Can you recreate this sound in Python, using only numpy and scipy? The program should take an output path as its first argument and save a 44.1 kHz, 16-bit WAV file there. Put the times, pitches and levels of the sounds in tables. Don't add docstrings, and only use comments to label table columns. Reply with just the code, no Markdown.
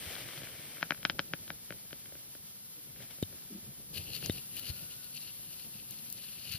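import sys
import numpy as np
from scipy import signal
from scipy.fft import rfft, irfft
from scipy.io import wavfile
from scipy.ndimage import uniform_filter1d

SR = 44100
rng = np.random.default_rng(int(sys.argv[2]) if len(sys.argv) > 2 else 0)


def put_to_file(sound):
    columns = np.atleast_2d(sound).T
    safe = np.clip(columns, -1, 1)
    whole_steps = np.round(safe * 32767)
    wavfile.write(sys.argv[1], SR, whole_steps.astype(np.int16))


N = 290178


def amp(db):
    return 10 ** (np.asarray(db, float) / 20)


def rms_one(x):
    return x / np.sqrt(np.mean(x ** 2) + 1e-20)


def in_time(rows):
    times, *columns = np.transpose(rows)
    return [np.interp(np.arange(N) / SR, times, column) for column in columns]


def drift(rate_hz):
    r = np.exp(-80 * np.pi * rate_hz / SR)
    white = rng.standard_normal(N // 40 + 2002)
    slow = signal.lfilter([1], [1, -2 * r, r * r], white)[2000:]
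    return np.interp(np.arange(N) / 40, np.arange(len(slow)), rms_one(slow))


NOISE_EDGE_HZ = 15560


def colour(x, spectrum):
    hz, db = np.transpose(spectrum)
    grid = np.maximum(np.arange(N // 2 + 1) * SR / N, 1)
    gain = amp(np.interp(np.log(grid), np.log(hz), db))
    return irfft(rfft(x) * gain * (grid < NOISE_EDGE_HZ), N)


def resonate(x, peaks):
    out = 0
    for k, (hz, width, db) in enumerate(peaks):
        r = np.exp(-np.pi * width / SR)
        top = [(1 - r * r) / 2, 0, (r * r - 1) / 2]
        bottom = [1, -2 * r * np.cos(2 * np.pi * hz / SR), r * r]
        out = out + (-1) ** k * amp(db) * signal.lfilter(top, bottom, x + 1e-18)
    return out


def ring(strikes, hz, t60):
    r, w = amp(-60 / (t60 * SR)), 2 * np.pi * hz / SR
    return signal.lfilter([0, np.sin(w)], [1, -2 * r * np.cos(w), r * r], strikes + 1e-18)


PORT_TURN_HZ = 4670


def ports(left, low_db, high_db):
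    low = signal.lfilter(*signal.butter(2, PORT_TURN_HZ, fs=SR), left)
    high = signal.lfilter(*signal.butter(2, PORT_TURN_HZ, "high", fs=SR), left)
    return np.array([left, amp(low_db) * low - amp(high_db) * high])


def wide(mid_spectrum, side_spectrum, side_db, lean, white):
    lean = np.clip(lean, 0, 1)
    mid = rms_one(colour(white[0], mid_spectrum))
    shared = colour(white[0], side_spectrum) * lean
    own = colour(white[1], side_spectrum) * np.sqrt(1 - lean ** 2)
    return mid + amp(side_db) * rms_one(shared + own) * [[1], [-1]]


def swells(rows, hold_s, fall_db_per_s):
    t, power = np.arange(N) / SR, 0
    for s, db, swell_s in rows:
        rise_db = 20 * np.maximum(s - hold_s / 2 - t, 0) / swell_s
        fall_db = fall_db_per_s * np.maximum(t - s - hold_s / 2, 0)
        power = power + amp(db - rise_db - fall_db) ** 2
    return np.sqrt(power)


STEP_S, STEP_FADE_S = 3.925, .02


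def step_up():
    since = np.arange(N) / SR - STEP_S
    return np.clip(since / STEP_FADE_S, 0, 1), np.maximum(since, 0)


# (time [s], level [dB])
RUSTLE_LEVEL = [(0.0, -51), (.08, -48), (.16, -48), (.21, -50), (0.45, -52.5), (.52, -55.5), (0.8, -57),
                (.95, -63), (1.156, -69), (2.008, -67.5), (2.666, -79), (2.9, -68), (3.804, -70),
                (3.92, -90)]
# (time of the top [s], level [dB], swell for the last 20 dB [s])
FLEECE_STROKES = [(3.025, -55, .07), (3.11, -54, .02)]
STROKE_FALL_DB_PER_S = 400
# (frequency [Hz], level [dB])
FLEECE_MID_COLOUR = [(150, -24), (300, -4), (500, -2), (700, -4.5), (1000, -11), (1500, -5.5), (2300, -.5),
                     (2700, -4.5), (3100, -1), (3800, -6), (5500, -9), (7000, -21), (9500, -13),
                     (15600, -10.5)]
FLEECE_SIDE_COLOUR = [(150, -40), (300, -9), (550, -1), (950, -12), (2300, -3), (3100, -1.5), (4000, -4),
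                      (7000, -6.5), (15600, -13)]


def fleece():
    sizes = amp(3.5 * np.minimum(rng.exponential(1, (2, N)), 3))
    caught = rng.random((2, N)) < 1500 / SR
    grains = caught * sizes * rng.choice([-1, 1], (2, N))
    white = rng.standard_normal((2, N)) + .7 * rms_one(grains)
    rustle_db, = in_time(RUSTLE_LEVEL)
    level = np.hypot(amp(rustle_db), swells(FLEECE_STROKES, 0, STROKE_FALL_DB_PER_S))
    cloth = wide(FLEECE_MID_COLOUR, FLEECE_SIDE_COLOUR, side_db=-3.5, lean=0.7, white=white)
    return level * amp(2 + drift(24)) * cloth


# (time [s], level [dB])
SHEEN_LEVEL = [(0, -56.5), (.5, -62), (.78, -61), (.85, -92)]
# (frequency [Hz], level [dB])
SHEEN_COLOUR = [(7800, -30), (8500, 0), (9600, -6), (11500, -12), (14000, -30)]


def sheen():
    db, = in_time(SHEEN_LEVEL)
    band = rms_one(colour(rng.standard_normal(N), SHEEN_COLOUR))
    return amp(db) * band * [[amp(-5.0)], [-amp(7.0)]]


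# (time [s], level [dB])
HANDLING_LEVEL = [(0.0, -57), (0.1, -59), (.5, -57), (0.8, -59), (1.22, -57.5), (1.544, -61), (1.94, -61.5),
                  (2.6, -67), (2.938, -62), (3.3, -63), (3.49, -62), (3.562, -58), (3.7, -60), (4.27, -50),
                  (4.45, -62), (4.68, -56), (4.98, -61), (5.7, -61), (6.19, -62), (6.58, -57)]
# (frequency [Hz], level [dB])
LAP_COLOUR = [(18, -49), (30, -6), (79, -0.5), (146, 3.5), (305, -8), (532, -12), (579, -13), (900, -24),
              (1170, -65), (1980, -120)]


def handling():
    level_db, = in_time(HANDLING_LEVEL)
    lumps = amp(level_db + 3.2 * drift(11.3))
    white = rng.standard_normal((2, N))
    return lumps * wide(LAP_COLOUR, LAP_COLOUR, side_db=-10, lean=0.2, white=white)


# (frequency [Hz], level [dB])
HISS_MID_COLOUR = [(18, -44), (30, -18), (120, -6.5), (200, -3), (330, -17), (660, -18), (1500, -18),
                   (2300, -17.5), (3300, -13.5), (5000, -13), (6500, -21.5), (8000, -33), (10500, -13),
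                   (15600, -12.5)]
HISS_SIDE_COLOUR = [(18, -55), (30, -16), (200, -12.5), (380, -18), (900, -23.5), (2000, -27),
                    (3000, -18.5), (4900, -15), (7500, -17), (10000, -13), (12500, -8.5), (15600, -12.5)]
HISS_DB, HISS_STEP_DB, HISS_SAG_DB_PER_S, HISS_LEAN = -57.3, 3.2, 1.1, .06


def hiss():
    moved, since = step_up()
    db = HISS_DB + HISS_STEP_DB * moved - HISS_SAG_DB_PER_S * since + 0.84 * drift(10.6)
    white = rng.standard_normal((2, N))
    return amp(db) * wide(HISS_MID_COLOUR, HISS_SIDE_COLOUR, side_db=7, lean=HISS_LEAN, white=white)


# (frequency [Hz], level [dB], step at 3.925 s [dB], sag after it [dB per s])
WHINE_TONES = [(11043, -55.5, 6, .1), (12752.5, -56, 5.5, .7)]
WHINE_LEFT_DB, WHINE_LEFT_STEP_DB = 3.7, 2.4


def whines():
    (moved, since), out = step_up(), 0
    right = amp(-WHINE_LEFT_DB - WHINE_LEFT_STEP_DB * moved)
    for hz, db, step_db, sag in WHINE_TONES:
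        turn = 2 * np.pi * hz * np.arange(N) / SR
        level = np.sqrt(2) * amp(db + step_db * moved - sag * since + 1.3 * drift(3))
        out = out + level * np.array([np.sin(turn), right * np.sin(turn - 2.55)])
    return out


# (time of the top [s], level [dB], pitch [Hz], length [s])
SOFT_THUDS = [(0.078, -45.5, 85, 0.032), (0.438, -58, 120, .04), (2.164, -63, 75, 0.065),
              (2.787, -61.5, 300, 0.06), (3.512, -49, 250, .025), (3.527, -46, 200, .025),
              (3.557, -44, 200, .03), (3.582, -50, 220, .025), (3.69, -48, 130, .05),
              (4.003, -47, 85, 0.073), (4.017, -50, 110, 0.043), (4.16, -54, 130, .05),
              (5.16, -57, 150, 0.063), (6.511, -48, 100, 0.031), (6.549, -41, 95, 0.022)]


def thuds():
    out, t = np.zeros(N), np.arange(N) / SR
    turns = rng.uniform(0, 2 * np.pi, (len(SOFT_THUDS), 2))
    for (s, db, hz, length), (a, b) in zip(SOFT_THUDS, turns):
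        swell = np.exp(-.5 * ((t - s) / (0.26 * length)) ** 2)
        swing = np.sin(2 * np.pi * hz * t + a) + .5 * np.sin(2 * np.pi * 1.6 * hz * t + b)
        out += amp(db + 2.5) * swell * swing
    return out * amp([[.6], [-.6]])


# (time [s], level [dB], low knock re level [dB], bright edge re level [dB])
DRY_CLICKS = [(0.153, -45, -4, 10), (0.1637, -41, -14, -3), (0.287, -45, -11, 2), (0.3321, -45, -6, -1),
              (0.376, -47, -4, 7.5), (0.4175, -46, 2, 2), (0.4326, -47, 4, 8.5), (0.4708, -44, -2, -12),
              (0.7692, -46, -11, -7), (0.7815, -50, 3, -3), (0.8095, -47, -6, -3), (0.8204, -46, -14, 4),
              (0.8272, -21, -12.5, -6), (0.9061, -20, -12, -4), (0.9198, -27.5, -8.5, -10),
              (0.9455, -46, -8, -1), (0.976, -51, -8.5, -10), (1.029, -43.5, -13, 3),
              (1.0503, -21, -9.5, 2.5), (1.055, -37, -8, 1), (1.0971, -25, -8.5, 2.5), (1.1028, -38, -6, 2),
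              (1.186, -48, 2, -6), (1.1917, -22.5, -7.5, 1), (1.1988, -42, 0, 8), (1.3348, -26.5, -6, -2.5),
              (1.478, -48, -5, 7), (1.5024, -30, -9.5, -4), (1.705, -37, 1, -3), (1.723, -42, -6, -3),
              (1.9072, -51, -3, 2), (1.9284, -40.5, 2, 4), (2.0573, -49.5, -3, 0), (2.1222, -54, 6, 1),
              (2.1523, -51.5, 3, 2), (2.3504, -51, 2, 0), (2.9604, -53, -17, -3), (3.003, -52, 4, -6),
              (3.1085, -54.5, 3, 3.5), (3.184, -56, 6, 0), (3.327, -58, 9, -6), (4.226, -44, -2, 0)]
# (frequency [Hz], level [dB], t60 [s], part [0 knock, 1 body, 2 edge])
CLICK_RINGS = [(147, -8.5, 0.032, 0), (303, -6, 0.027, 0), (555, -0.5, 0.018, 0), (740, -1.5, 0.0049, 1),
               (1450, 0, 0.0075, 1), (2280, 0, 0.006, 1), (3080, -2.5, 0.0071, 2), (3800, -4.5, 0.006, 2),
               (4180, -4.5, 0.0056, 2), (5000, -8.5, 0.0045, 2), (5710, -8, 0.003, 2)]
CLICK_SPREAD_DB = 1.3


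def clicks():
    rows, out = np.array(DRY_CLICKS), np.zeros(N)
    slips = [(.0003, 2), (.0009, 11), (.0021, -2.5), (.0055, -13)]  # (lag [s], level [dB])
    chance = rng.normal(0, CLICK_SPREAD_DB, (len(rows), len(CLICK_RINGS), len(slips)))
    part_db = [rows[:, 2], 0 * rows[:, 2], rows[:, 3]]
    for k, (hz, db, t60, part) in enumerate(CLICK_RINGS):
        strikes = np.zeros(N)
        for j, (lag, slip_db) in enumerate(slips):
            at = ((rows[:, 0] + lag) * SR).astype(int)
            strikes[at] += amp(rows[:, 1] + part_db[round(part)] + db + slip_db + chance[:, k, j])
        out += (-1) ** k * ring(strikes, hz, t60)
    band = signal.butter(2, [90, 6800], "band", fs=SR, output="sos")
    out = signal.sosfilt(band, amp(-4) * out)
    t = np.arange(round(.1 * SR)) / SR
    tail = amp(-40.5 - 60 * t / 0.083) * rng.standard_normal((2, len(t))) * (t > .004)
    room = signal.fftconvolve(out[None], tail, axes=1)[:, :N]
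    return ports(out, low_db=-7.5, high_db=-9) + room


# (time [s], kick [dB], kick time [s], swing [dB], swing pitch [Hz], swing lag [s],
#                         crack [dB], squeak [dB], squeak lag [s], squeak length [s])
RECORDER_BUMPS = [(3.2263, -19.5, .0021, -32, 92, 0, -30, -32, .0045, .0068),
                  (4.2968, -19, .002, -30, 88, 0, -26, -32, .0058, .008),
                  (4.6958, -33, .005, -32, 80, .004, -60, -60, .005, .007)]
SQUEAK_HZ, SQUEAK_UNDER_HZ = 3680, 3050


def bumps():
    low, near, t = np.zeros(N), np.zeros(N), np.arange(round(.06 * SR)) / SR
    grit = rng.standard_normal((len(RECORDER_BUMPS), len(t)))
    for row, noise in zip(RECORDER_BUMPS, grit):
        s, kick_db, kick_s, swing_db, hz, lag, crack_db, squeak_db, after_s, squeak_s = row
        span = slice(round(s * SR), round(s * SR) + len(t))
        late = np.maximum(t - lag, 0)
        kick = np.sin(2 * np.pi * (1 - np.exp(-(t / kick_s) ** 1.8))) * np.exp(-t / (3 * kick_s))
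        low[span] -= amp(kick_db) * kick
        low[span] += amp(swing_db) * np.sin(2 * np.pi * hz * late) * np.exp(-late / .013)
        crack = resonate(noise * np.exp(-t / 0.0018), [(1500, 2200, 7), (4300, 2000, 4)])
        near[span] += amp(crack_db) * crack
        squeak_shape = np.sqrt(np.sin(np.pi * np.clip((t - after_s) / squeak_s, 0, 1)))
        pair = np.sin(2 * np.pi * SQUEAK_HZ * t) + 0.37 * np.sin(2 * np.pi * SQUEAK_UNDER_HZ * t)
        rough = 1 + 0.68 * uniform_filter1d(noise, size=12)
        near[span] += amp(squeak_db) * squeak_shape * pair * rough
    low = signal.lfilter(*signal.butter(1, 40, "high", fs=SR), low)
    return low * amp([[2], [-2]]) + ports(near, low_db=-8, high_db=-10)


# (time of the top [s],
# level [dB], length [s], share of the lower ring [0-1], lean to the right port [dB])
TICK_EVENTS = [(3.2265, -25, .0004, 0, 14), (4.2608, -20, .001, 1, -6), (4.2972, -26, .0006, .25, 12),
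               (4.323, -29, .001, 0, 0), (4.567, -27, .0014, 0, -3), (4.595, -26, .0014, 0, 0),
               (5.0444, -30, .001, 0, 0), (5.151, -31, .0012, 0, 0), (5.168, -35, .002, 1, 0),
               (5.215, -39, .001, 1, 0), (5.9093, -23, .001, .15, -2), (5.988, -39, .001, 1, 0),
               (6.1012, -26, .0018, .2, -2), (6.1262, -21, .0014, .1, -1), (6.178, -37, .001, 1, 0),
               (6.222, -36, .001, .3, 0), (6.396, -38, .001, 1, 0), (6.495, -34, .001, 1, 0),
               (6.522, -24, .0014, 0, -1)]
# (frequency [Hz], width [Hz], level [dB])
TICK_HIGH_RING = [(5000, 2500, -14), (9200, 2000, -5), (11000, 2500, -2), (14500, 2500, 1)]
TICK_LOW_RING = [(4670, 1400, 4), (6970, 2200, -7), (12000, 4000, -10)]


def ticks():
    left, lean, t = np.zeros(N), np.ones((2, N)), np.arange(-200, 300) / SR
    high, low = (resonate(rng.standard_normal(N), peaks) for peaks in (TICK_HIGH_RING, TICK_LOW_RING))
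    for s, db, length, lower, right_db in TICK_EVENTS:
        span = slice(round(s * SR) - 200, round(s * SR) + 300)
        burst = np.exp(-np.where(t < 0, -t / .35, t / .8) / length)
        burst_rms = np.sqrt(np.mean(burst ** 2))
        for share, noise in ((1 - lower, high[span]), (lower, low[span])):
            left[span] += amp(db - 2) * share * rms_one(burst * noise) * burst_rms
        lean[1, span] = amp(right_db)
    return lean * ports(left, low_db=-10, high_db=-9)


# (time of the top [s], airflow [dB], swell for the last 20 dB [s],
#          upper nasal ring [dB], nostril hiss [dB])
SNIFF_PUFFS = [(3.948, -46, .022, 0, 0), (3.974, -42.5, .06, 0, 0), (4.008, -52, .03, -4, 0),
               (4.085, -53, .08, 0, 0), (4.155, -42.5, .055, 0, 0), (4.255, -45.5, .09, 0, 0),
               (4.37, -49, .07, 0, 0), (4.585, -45.5, .055, -1, 2), (4.69, -43, .09, -1, 0),
               (4.775, -55, .12, 0, 2), (4.83, -57, .1, 0, 0), (4.925, -56, .05, 1, 0),
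               (5.04, -57, .03, 3, 0), (5.166, -52, .04, 3, 0), (5.218, -57, .03, 3, 0),
               (5.262, -55, .04, 2, 0), (5.295, -57, .05, 0, 0), (5.37, -59, .06, 0, 0),
               (5.46, -60, .06, 0, 0), (5.53, -58, .1, 0, 0), (5.597, -55.5, .03, 0, 0),
               (5.64, -58, .06, 0, 0), (5.755, -60, .05, 0, 0), (5.80, -59, .05, 0, 0),
               (5.915, -57, .05, 1, 0), (5.985, -57, .08, 0, 0), (6.075, -58, .05, 0, 0),
               (6.175, -56, .06, 1, 0), (6.235, -51, .05, 0, 0), (6.29, -55, .08, 0, 0),
               (6.335, -56, .08, 0, 0), (6.41, -57, .1, 0, 0), (6.46, -53.5, .08, 0, 0),
               (6.52, -45, .07, -1, 0), (6.548, -42, .04, -1, 0)]
PUFF_HOLD_S, PUFF_FALL_DB_PER_S = .022, 650
# (time [s], level [dB])
STEADY_AIR = [(3.93, -58), (4.35, -58), (4.5, -66), (5.9, -68), (6.3, -60), (6.58, -54)]
# (frequency [Hz], width [Hz], level [dB])
NOSE_RINGS = [(2800, 700, .2), (4330, 1000, 0.5), (1600, 1500, -8.5), (3500, 900, -6.5)]
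NOSTRIL_HISS = [(6460, 1400, -11.5), (9800, 1100, 2), (14000, 7500, -1.5)]
NOSE_PATCHY_DB, FLUTTER_DB = 1.6, 2.5


def sniffs():
    steady_db, = in_time(STEADY_AIR)
    s, db, swell_s, upper_db, hiss_db = np.transpose(SNIFF_PUFFS)
    flows = []
    for more_db in (0, upper_db, hiss_db):
        puffs = swells(zip(s, db + more_db, swell_s), PUFF_HOLD_S, PUFF_FALL_DB_PER_S)
        flows.append(np.hypot(puffs, amp(steady_db)))
    lower, upper, top = flows
    air = rng.standard_normal((5, N)) * step_up()[0] * amp(FLUTTER_DB * drift(140))
    nose = 0
    for peak, flow, noise in zip(NOSE_RINGS, (lower, upper, lower, lower), air):
        patchy = noise * flow * amp(NOSE_PATCHY_DB * drift(30))
        nose = nose + resonate(resonate(patchy, [peak]), [peak])
    nostrils = colour(resonate(air[-1] * top, NOSTRIL_HISS), [(20, 7), (20000, 7)])
    return ports(nose * amp(14.5) + nostrils, low_db=-8.5, high_db=-37)


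# (time [s], pitch [Hz], level [dB])
WHISTLE_PATH = [(4.55, 1400, -85), (4.62, 1410, -69), (4.8, 1440, -67), (4.92, 1470, -69),
                (4.97, 1480, -73), (5.15, 1490, -72), (5.2, 1490, -90)]


def whistle():
    hz, db = in_time(WHISTLE_PATH)
    turn = 2 * np.pi * np.cumsum(hz + 24 * drift(15)) / SR
    tone = (.8 + .6 * drift(40)) * np.sin(turn) + .6 * drift(40) * np.cos(turn)
    return ports(amp(db + 2 * drift(15)) * tone, low_db=-3, high_db=-3)


def scene():
    cloth = fleece() + sheen() + handling()
    background = hiss() + whines()
    knocks = thuds() + clicks() + bumps()
    nose_and_mouth = ticks() + sniffs() + whistle()
    return cloth + background + knocks + nose_and_mouth


# (left [Hz], right [Hz])
PORT_BASS_CUT = [55, 15]
CUTOFF_HZ = 16694


def record(dry):
    ported = [signal.lfilter(*signal.butter(1, hz, "high", fs=SR), side)
              for hz, side in zip(PORT_BASS_CUT, dry)]
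    return signal.sosfilt(signal.cheby2(12, 70, CUTOFF_HZ, fs=SR, output="sos"), ported)


dry = scene()
out = record(dry)
put_to_file(out)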